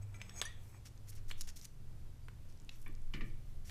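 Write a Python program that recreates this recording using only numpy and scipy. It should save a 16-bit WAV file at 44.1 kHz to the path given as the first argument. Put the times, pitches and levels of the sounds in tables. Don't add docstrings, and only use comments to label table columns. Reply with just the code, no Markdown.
import sys
import numpy as np
from scipy import signal
from scipy.fft import rfft, irfft
from scipy.io import wavfile
from scipy.ndimage import uniform_filter1d

SR = 44100
rng = np.random.default_rng(int(sys.argv[2]) if len(sys.argv) > 2 else 0)


def int16_out(signal):
    q = np.round(np.clip(np.atleast_2d(signal).T, -1, 1) * 32767)
    wavfile.write(sys.argv[1], SR, q.astype(np.int16))


def gain_from_db(level_db):
    decades = np.asarray(level_db, float) / 20
    return 10 ** decades


N = 163170
T = np.arange(N) / SR

# (frequency [Hz], density [dB per Hz])
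AIR_SPECTRUM = [(25, -4.5), (60, -2), (150, -15), (300, -21.5), (700, -31), (2000, -37), (6000, -41),
                (15000, -45)]
# (frequency [Hz], level [dB], drift [dB/s])
MACHINE_HUM = [(75.4, -60, 0), (99.5, -55, -2), (118.5, -64, 0.82), (144.5, -70.5, 0.22),
               (195.7, -74, -0.34)]
# (time [s], level [dB])
RUMBLE_LEVEL = [(0, -51.5), (.5, -46.5), (.85, -58), (1.35, -38.5), (1.6, -48.5), (2.5, -46.5), (3.0, -39),
                (3.25, -32.5), (3.4, -43.5), (3.55, -36.5), (3.7, -53)]
# (frequency [Hz], width [Hz], level [dB], extra level per pressure [dB/dB])
HELD_PAD_MODES = [(2440, 220, -6.5, 0.4), (3370, 150, -16, 1.5), (5350, 74, -12.5, 1.5),
                  (6590, 110, 7.5, 3), (7900, 82, -1, 1), (8660, 78, -22, -3), (12100, 110, -14, 1),
                  (14000, 210, -24, -2)]
# (time [s], level [dB])
SLIDE_PRESSURE = [(0, -78), (.025, -62), (.05, -72), (.1, -70), (.14, -69), (.16, -60.5), (.18, -67),
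                  (.235, -63.5), (.25, -64.5), (.352, -61), (.362, -58), (.402, -57), (.414, -65),
                  (.56, -71), (.7, -70.5), (.76, -63.5), (.79, -68), (.85, -110)]
# (frequency [Hz], level [dB], T60 [s])
FREE_PAD_MODES = [(2500, -41, .07), (3200, -17, 0.078), (3500, -4, 0.051), (4790, -21, .2),
                  (5600, -14.5, 0.056), (6570, 1.5, 0.02), (7585, -5.5, 0.03), (7900, -4, 0.035),
                  (8390, -15.5, 0.13), (9352, -26, 0.17), (10930, -21, 0.15), (12500, -22, .04),
                  (14100, -15, .06)]
# (time [s], crack level [dB], crack centre [Hz], ring level [dB], shim level [dB])
PAD_CLANKS = [
    (0.1435, -54, 2000, -80, -82),
    (0.2018, -66, 2000, -74, -70),
    (0.2158, -40, 2220, -63, -75),
    (0.2945, -49, 2280, -72, -67.5),
    (0.4154, -28.5, 2840, -34, -51.5),
    (0.4227, -38, 1580, -51, -68),
    (1.3128, -37.5, 2300, -80, -61),
    (2.284, -48, 1860, -81, -82),
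    (2.6928, -44, 3220, -85, -76),
    (3.696, -46.5, 2160, -83, -61),
]
# (frequency [Hz], width [Hz], level [dB])
SHIM_MODES = [(1150, 940, -9.5), (2530, 740, -6.5), (3270, 210, 3), (3440, 240, 3), (3750, 240, -2),
              (4250, 260, -13)]
# (time [s], frequency
# [Hz], level [dB], T60 [s])
STEEL_RINGS = [(0.1434, 2330, -53.5, 0.069), (.1435, 2000, -61, .15), (.1435, 1360, -64.5, .3),
               (.1435, 6370, -60, 0.046), (.1435, 9000, -66, .1), (.1655, 6260, -62, 0.025),
               (.2017, 2330, -54, .08), (0.202, 1760, -57, 0.025), (.2017, 7900, -72, 0.059),
               (.2017, 5200, -59, .012), (.2156, 2390, -45, 0.032), (.2156, 2020, -59, 0.11),
               (.2165, 6270, -49.5, 0.032), (.2165, 5200, -61, 0.18), (0.2145, 7440, -53, .03),
               (0.295, 5500, -45, 0.018), (.2945, 7900, -56, 0.017), (.2945, 3400, -66, 0.059),
               (.309, 1760, -55, 0.028), (1.3145, 4270, -48, .04), (1.3117, 3360, -48, 0.052),
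               (1.312, 7600, -48, 0.022), (1.3125, 2340, -60, 0.026), (1.4105, 13600, -42, 0.012),
               (1.409, 10400, -38, 0.014), (2.6923, 3860, -45, .022), (2.6926, 2630, -45, 0.025),
               (2.6935, 6940, -50, .012), (2.863, 2260, -52.5, .07), (2.862, 1750, -59, .06),
               (2.865, 3460, -65, 0.1), (3.1387, 2990, -39.5, .035), (0.416, 2880, -35, 0.0095),
               (0.4158, 1114, -36, 0.018), (1.3107, 3000, -39, .016), (2.2841, 1040, -54, .02),
               (2.25, 9300, -74, 0.17), (2.225, 4670, -75, .4)]
# (frequency [Hz], level [dB], T60 [s])
CLIP_MODES = [(1924, -5.5, 0.31), (4680, -19, 0.24), (6000, -1, 0.071), (6750, -5, 0.069), (9300, -8, 0.08),
              (10200, -5.5, 0.031)]
# (time [s], level [dB], centre [Hz])
BARE_TICKS = [(.4535, -47, 9800), (0.746, -57.5, 1200), (.977, -58.5, 5800), (1.286, -68, 5600),
              (1.297, -55, 3480), (1.3042, -49.5, 1610), (1.41, -37.5, 5500), (1.4155, -41, 5760),
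              (1.4191, -42.5, 5450), (1.4905, -43, 6000), (1.499, -51, 7000), (1.575, -52, 6000),
              (1.6139, -46.5, 5300), (1.653, -43.5, 6350), (2.525, -63, 5500), (2.575, -61, 5500),
              (2.6, -56, 5900), (2.619, -61.5, 6900), (2.648, -59, 7900), (2.758, -60, 12000),
              (2.88, -52.5, 11200), (2.926, -62, 9000), (2.9514, -55.5, 5430), (3.018, -63, 7000),
              (3.3, -64.5, 4300)]
# (frequency [Hz], width [Hz], level [dB])
GLOVE_PEAKS = [(4530, 240, -1), (5270, 180, 21), (5900, 800, 2), (10200, 190, -47)]
# (frequency [Hz], level [dB])
RUB_SPECTRUM = [(800, -24.5), (2000, -12), (4000, -12), (5500, -5.5), (8000, -10.5), (11000, -12.5),
                (14500, -14.5)]
# (time [s], length [s], level [dB], tilt [dB/octave], rising share of length [0-1])
GLOVE_RUBS = [(0.587, 0.16, -68, 6, 0.56), (0.851, 0.041, -57, -2, 0.18), (1.069, 0.025, -63.5, -2, .5),
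              (1.085, 0.026, -51.5, 4.5, 0.62), (1.115, 0.033, -64.5, -4, 0.35),
              (1.15, 0.02, -59.5, 3, 0.37), (1.164, 0.037, -65, -4.5, .2), (1.28, 0.031, -56.5, 0.5, 0.56),
              (1.308, 0.028, -60.5, 1, 0.15), (1.37, 0.039, -60.5, 0.5, 1), (1.409, 0.013, -44, 0.5, 0.052),
              (1.419, 0.054, -68, 1, .1), (1.47, 0.04, -52, -2, 0.23), (1.557, 0.028, -53.5, 0.5, 0.46),
              (1.58, 0.029, -60.5, 0.5, 0.48), (1.609, 0.037, -59.5, 0, 0.7),
              (1.642, 0.019, -51, 0.5, 0.63), (2.484, 0.054, -71, -2.5, .3), (2.696, 0.08, -67.5, -5, 0.45),
              (2.735, 0.16, -68, 8.5, 0.51), (2.814, 0.017, -66, 4, 0.56), (3.113, 0.12, -69, 10, 0.28),
              (3.243, 0.068, -70, 6, .4), (3.44, 0.15, -76.5, 5, .5), (3.644, 0.095, -58.5, -0.5, 0.5)]
# (frequency [Hz], width [Hz], level [dB])
CALIPER_MODES = [(1200, 130, -5), (1730, 16, 2), (1920, 300, -2.5), (2330, 94, 3), (2990, 124, -7),
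                 (3380, 43, -10.5)]
# (time [s], body level [dB], thud level [dB], centre [Hz])
CALIPER_KNOCKS = [
    (2.8618, -55, -53, 1620),
    (3.1365, -43.5, -45, 2500),
    (3.2086, -49, -45, 2080),
]
# (frequency [Hz], width [Hz], level [dB])
REST_MODES = [(138, 42, -1.5), (214, 32, 1.5), (290, 23, -1), (341, 22, 1.5), (467, 280, -18.5)]
# (frequency [Hz], density [dB per Hz])
SIDE_SPECTRUM = [(18, -8), (30, -3), (120, -20), (270, -7.5), (3150, -21), (8000, -24.5), (14000, -21.5),
                 (15500, -30)]
# (frequency [Hz], gain [dB])
MIC_RESPONSE = [(13500, -0.5), (15000, -6), (15900, -31), (16300, -70)]

AIR_DB, RUMBLE_CORNER_HZ = -57.5, 18.2
GRAINS_PER_S, GRAIN_SPREAD_DB, GRAIN_DECAY_S = 2500, 2, 0.00056
FIRM_PRESSURE_DB, SCUFF_DB, SCUFF_CENTRE_HZ = -57.5, -7, 605
CRACK_T60_S, CRACK_OCTAVES, CRACK_SKIRT_DB = 0.022, 0.79, -12
TICK_T60_S, TICK_OCTAVES, TICK_SKIRT_DB = 0.0076, 0.46, -19
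SHIM_T60_S, RING_SCATTER_DB, RING_ATTACK_S = 0.47, 0.5, 0.00071
CLIP_START_S, CLIP_DB, CLIP_ATTACK_S, CLIP_STOP_S = 0.4505, -39.5, 0.0055, 0.06
CLIP_FLAT, CLIP_SETTLE_S = 0.125, 0.0159
CLIP_BEAT_HZ, CLIP_TWIN_GAIN = 14.0, 0.38
KNOCK_T60_S, RATTLE_T60_S, RATTLE_DB, THUD_T60_S = 0.041, 0.4, -7.5, 0.36
ROOM_T60_S, ROOM_DB, SIDE_DB = 0.34, -16, -80


def unit(x):
    return x / np.sqrt(np.mean(x ** 2) + 1e-30)


def shape(table, f):
    p = np.array(table, float)
    return np.interp(np.log(f + 1), np.log(p[:, 0]), p[:, 1])


def track(table):
    return np.interp(T, *np.array(table).T)


def colour(x, db_of):
    f = np.arange(len(x) // 2 + 1) * SR / len(x)
    return unit(irfft(rfft(x) * gain_from_db(db_of(f)), len(x)))


def ring(x, hz, t60):
    r = np.exp(-np.log(1000) / (max(t60, 1e-3) * SR))
    w = 2 * np.pi * hz / SR
    return signal.lfilter([np.sin(w)], [1, -2 * r * np.cos(w), r * r], x)


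def body(x, peaks):
    out = 0
    for k, (hz, width_hz, db) in enumerate(peaks):
        t60 = np.log(1000) / np.pi / width_hz
        out = out + (-1) ** k * gain_from_db(db) * width_hz * ring(x, hz, t60)
    return unit(out)


def fade(t, t60):
    return (t >= 0) * gain_from_db(-60 * np.maximum(t, 0) / max(t60, 1e-3))


def walk(rate_hz):
    k = int(SR / rate_hz)
    steps = np.repeat(rng.standard_normal(N // k + 1), k)
    return unit(uniform_filter1d(uniform_filter1d(steps, k), k)[:N])


def add(out, start_s, x):
    i = int(start_s * SR)
    out[i:i + len(x)] += x[:N - i]


def grit():
    size = (rng.random(N) < GRAINS_PER_S / SR) * gain_from_db(GRAIN_SPREAD_DB * rng.exponential(size=N))
    grains = signal.lfilter([1], [1, -np.exp(-1 / (GRAIN_DECAY_S * SR))], size)
    return unit(rng.standard_normal(N) * (2.0 + grains))


def crack(t, hz, t60, octaves, skirt_db, below_db):
    hit = rng.standard_normal(len(t)) * fade(t - .002, t60)
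    hit[int(.002 * SR)] += 7

    def spectrum(f):
        away = np.log2((f + 1) / hz)
        skirt = skirt_db - np.where(f > hz, 5, below_db) * away - 60 * (f < 350)
        return np.maximum(-6 * (away / octaves) ** 2, skirt)

    x = colour(hit, spectrum)[int(.0017 * SR):]
    return np.pad(2.79 * x / np.abs(x).max(), (0, len(t) - len(x)))


def garage():
    air = colour(rng.standard_normal(N), lambda f: shape(AIR_SPECTRUM, f) - 40 * (f < 20))
    out = gain_from_db(AIR_DB + .5 * walk(3.8)) * air
    for hz, db, drift_db in MACHINE_HUM:
        level = gain_from_db(db + 1.5 + drift_db * T + 3.8 * walk(5))
        cycles = hz * np.cumsum(1 + 0.0149 * walk(5)) / SR
        out += level * np.sin(2 * np.pi * cycles)
    rumble = colour(rng.standard_normal(N),
                    lambda f: -10 * np.log10(1 + (f / RUMBLE_CORNER_HZ) ** 8) - 30 * (f < 9))
    return out + gain_from_db(track(RUMBLE_LEVEL)) * rumble


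def slide():
    friction = grit() * gain_from_db(1.6 * walk(56.2))
    db = track(SLIDE_PRESSURE)
    modes = 0
    for hz, width_hz, mode_db, extra in HELD_PAD_MODES:
        level = gain_from_db(mode_db + max(extra, 0) * (db - FIRM_PRESSURE_DB))
        modes = modes + level * body(friction, [(hz, width_hz, 0)])
    rub = gain_from_db(-18) * colour(friction, lambda f: shape(RUB_SPECTRUM, f))
    scuff = colour(friction, lambda f: -5 * np.log2((f + 1) / SCUFF_CENTRE_HZ) ** 2)
    return gain_from_db(db) * (modes + rub) + gain_from_db(SCUFF_DB + uniform_filter1d(db, size=4000)) * scuff


def steel_rings():
    out, t = np.zeros(N), T[:SR // 2]
    for s, hz, db, t60 in STEEL_RINGS:
        tone = np.sin(2 * np.pi * hz * t) * fade(t, t60)
        add(out, s, gain_from_db(db) * tone * np.minimum(t / RING_ATTACK_S, 1))
    return out


def clanks():
    out, t = np.zeros(N), T[:SR // 2]
    push = 1. 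* (t == 0)
    for s, db, hz, ring_db, shim_db in PAD_CLANKS:
        add(out, s, gain_from_db(db) * crack(t, hz, CRACK_T60_S, CRACK_OCTAVES, CRACK_SKIRT_DB, 2.3))
        buzz = body(rng.standard_normal(len(t)), SHIM_MODES) * fade(t, SHIM_T60_S)
        add(out, s, gain_from_db(shim_db) * buzz)
        for mode_hz, mode_db, t60 in FREE_PAD_MODES:
            level = gain_from_db(ring_db + mode_db + RING_SCATTER_DB * rng.standard_normal())
            add(out, s, level * ring(push, mode_hz, t60))
    return out


def spring():
    out, t = np.zeros(N), T[:SR // 4]
    x = 0
    for hz, db, t60 in CLIP_MODES:
        flat = CLIP_FLAT * (CLIP_MODES[0][0] / hz) ** 1.26
        bent_s = np.cumsum(1 - flat * np.exp(-t / CLIP_SETTLE_S)) / SR
        twin = CLIP_TWIN_GAIN * (hz < 3000)
        beat = np.abs(1 + twin * np.exp(2j * np.pi * CLIP_BEAT_HZ * t))
        x = x + gain_from_db(db) * beat * fade(t, t60) * np.sin(2 * np.pi * hz * bent_s + 6 * rng.random())
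    wobble = gain_from_db(.8 * walk(97)[:len(t)])
    attack = np.minimum(t / CLIP_ATTACK_S, 1)
    finger = np.maximum(fade(np.maximum(t - CLIP_STOP_S, 0), 0.023), gain_from_db(-17))
    add(out, CLIP_START_S, gain_from_db(CLIP_DB) * x * wobble * attack * finger)
    return out


def ticks():
    out, t = np.zeros(N), T[:2000]
    for s, db, hz in BARE_TICKS:
        add(out, s, gain_from_db(db) * crack(t, hz, TICK_T60_S, TICK_OCTAVES, TICK_SKIRT_DB, -1.3))
    return out


def glove():
    out, g = np.zeros(N), grit()
    g = gain_from_db(-13.5) * body(g, GLOVE_PEAKS) + colour(g, lambda f: shape(RUB_SPECTRUM, f))
    for s, length_s, db, tilt_db, rise in GLOVE_RUBS:
        i, n = int(s * SR), int(length_s * SR)
        u = np.arange(min(n, N - i)) / n
        rise = np.clip(rise, .05, .95)
        swell = np.sin(np.pi / 2 * np.minimum(u / rise, (1 - u) / (1 - rise))) ** 0.74
        rub = colour(g[i:i + len(u)], lambda f: tilt_db * np.log2(np.maximum(f, 700) / 6000))
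        add(out, s, gain_from_db(db) * swell * rub)
    return out


def caliper():
    out = np.zeros(N)
    for s, db, thud_db, hz in CALIPER_KNOCKS:
        t, noise = T - s, rng.standard_normal(N)

        def broad(octave_db):
            return lambda f: -octave_db * np.log2((f + 1) / hz) ** 2

        decay = fade(t, KNOCK_T60_S) + gain_from_db(RATTLE_DB) * fade(t, RATTLE_T60_S)
        cast = colour(body(noise, CALIPER_MODES), broad(3.1)) * decay
        contact = gain_from_db(-4.5) * colour(noise, broad(6.7)) * fade(t, 0.12)
        out += gain_from_db(db) * (cast + contact) * np.clip(t / 0.00084, 0, 1)
        thud = body(noise, REST_MODES) * fade(t, THUD_T60_S)
        out += gain_from_db(thud_db) * thud * np.clip(t / 0.013, 0, 1)
    return out


def room(near):
    t = T[:SR // 2]
    tail = signal.lfilter([1], [1, -.4], rng.standard_normal(len(t))) * fade(t - .006, ROOM_T60_S)
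    return gain_from_db(ROOM_DB) * signal.fftconvolve(near, tail / np.sqrt(np.sum(tail ** 2)))[:N]


def scene():
    near = slide() + steel_rings() + clanks() + spring() + ticks() + glove() + caliper()
    far = room(near) + garage()
    mid = near + far
    side = gain_from_db(SIDE_DB) * colour(rng.standard_normal(N), lambda f: shape(SIDE_SPECTRUM, f))
    side += gain_from_db(-27.0) * np.roll(near, shift=1) + gain_from_db(-47.0) * np.roll(far, shift=900)
    return np.array([mid + side, mid - side])


def top_cut(x):
    return signal.sosfilt(signal.butter(12, 15960, fs=SR, output="sos"), x)


def record(dry):
    response = gain_from_db(shape(MIC_RESPONSE, np.arange(N // 2 + 1) * SR / N))
    heard = irfft(rfft(dry) * response, N)
    return top_cut(heard)


dry = scene()
out = record(dry)
int16_out(out)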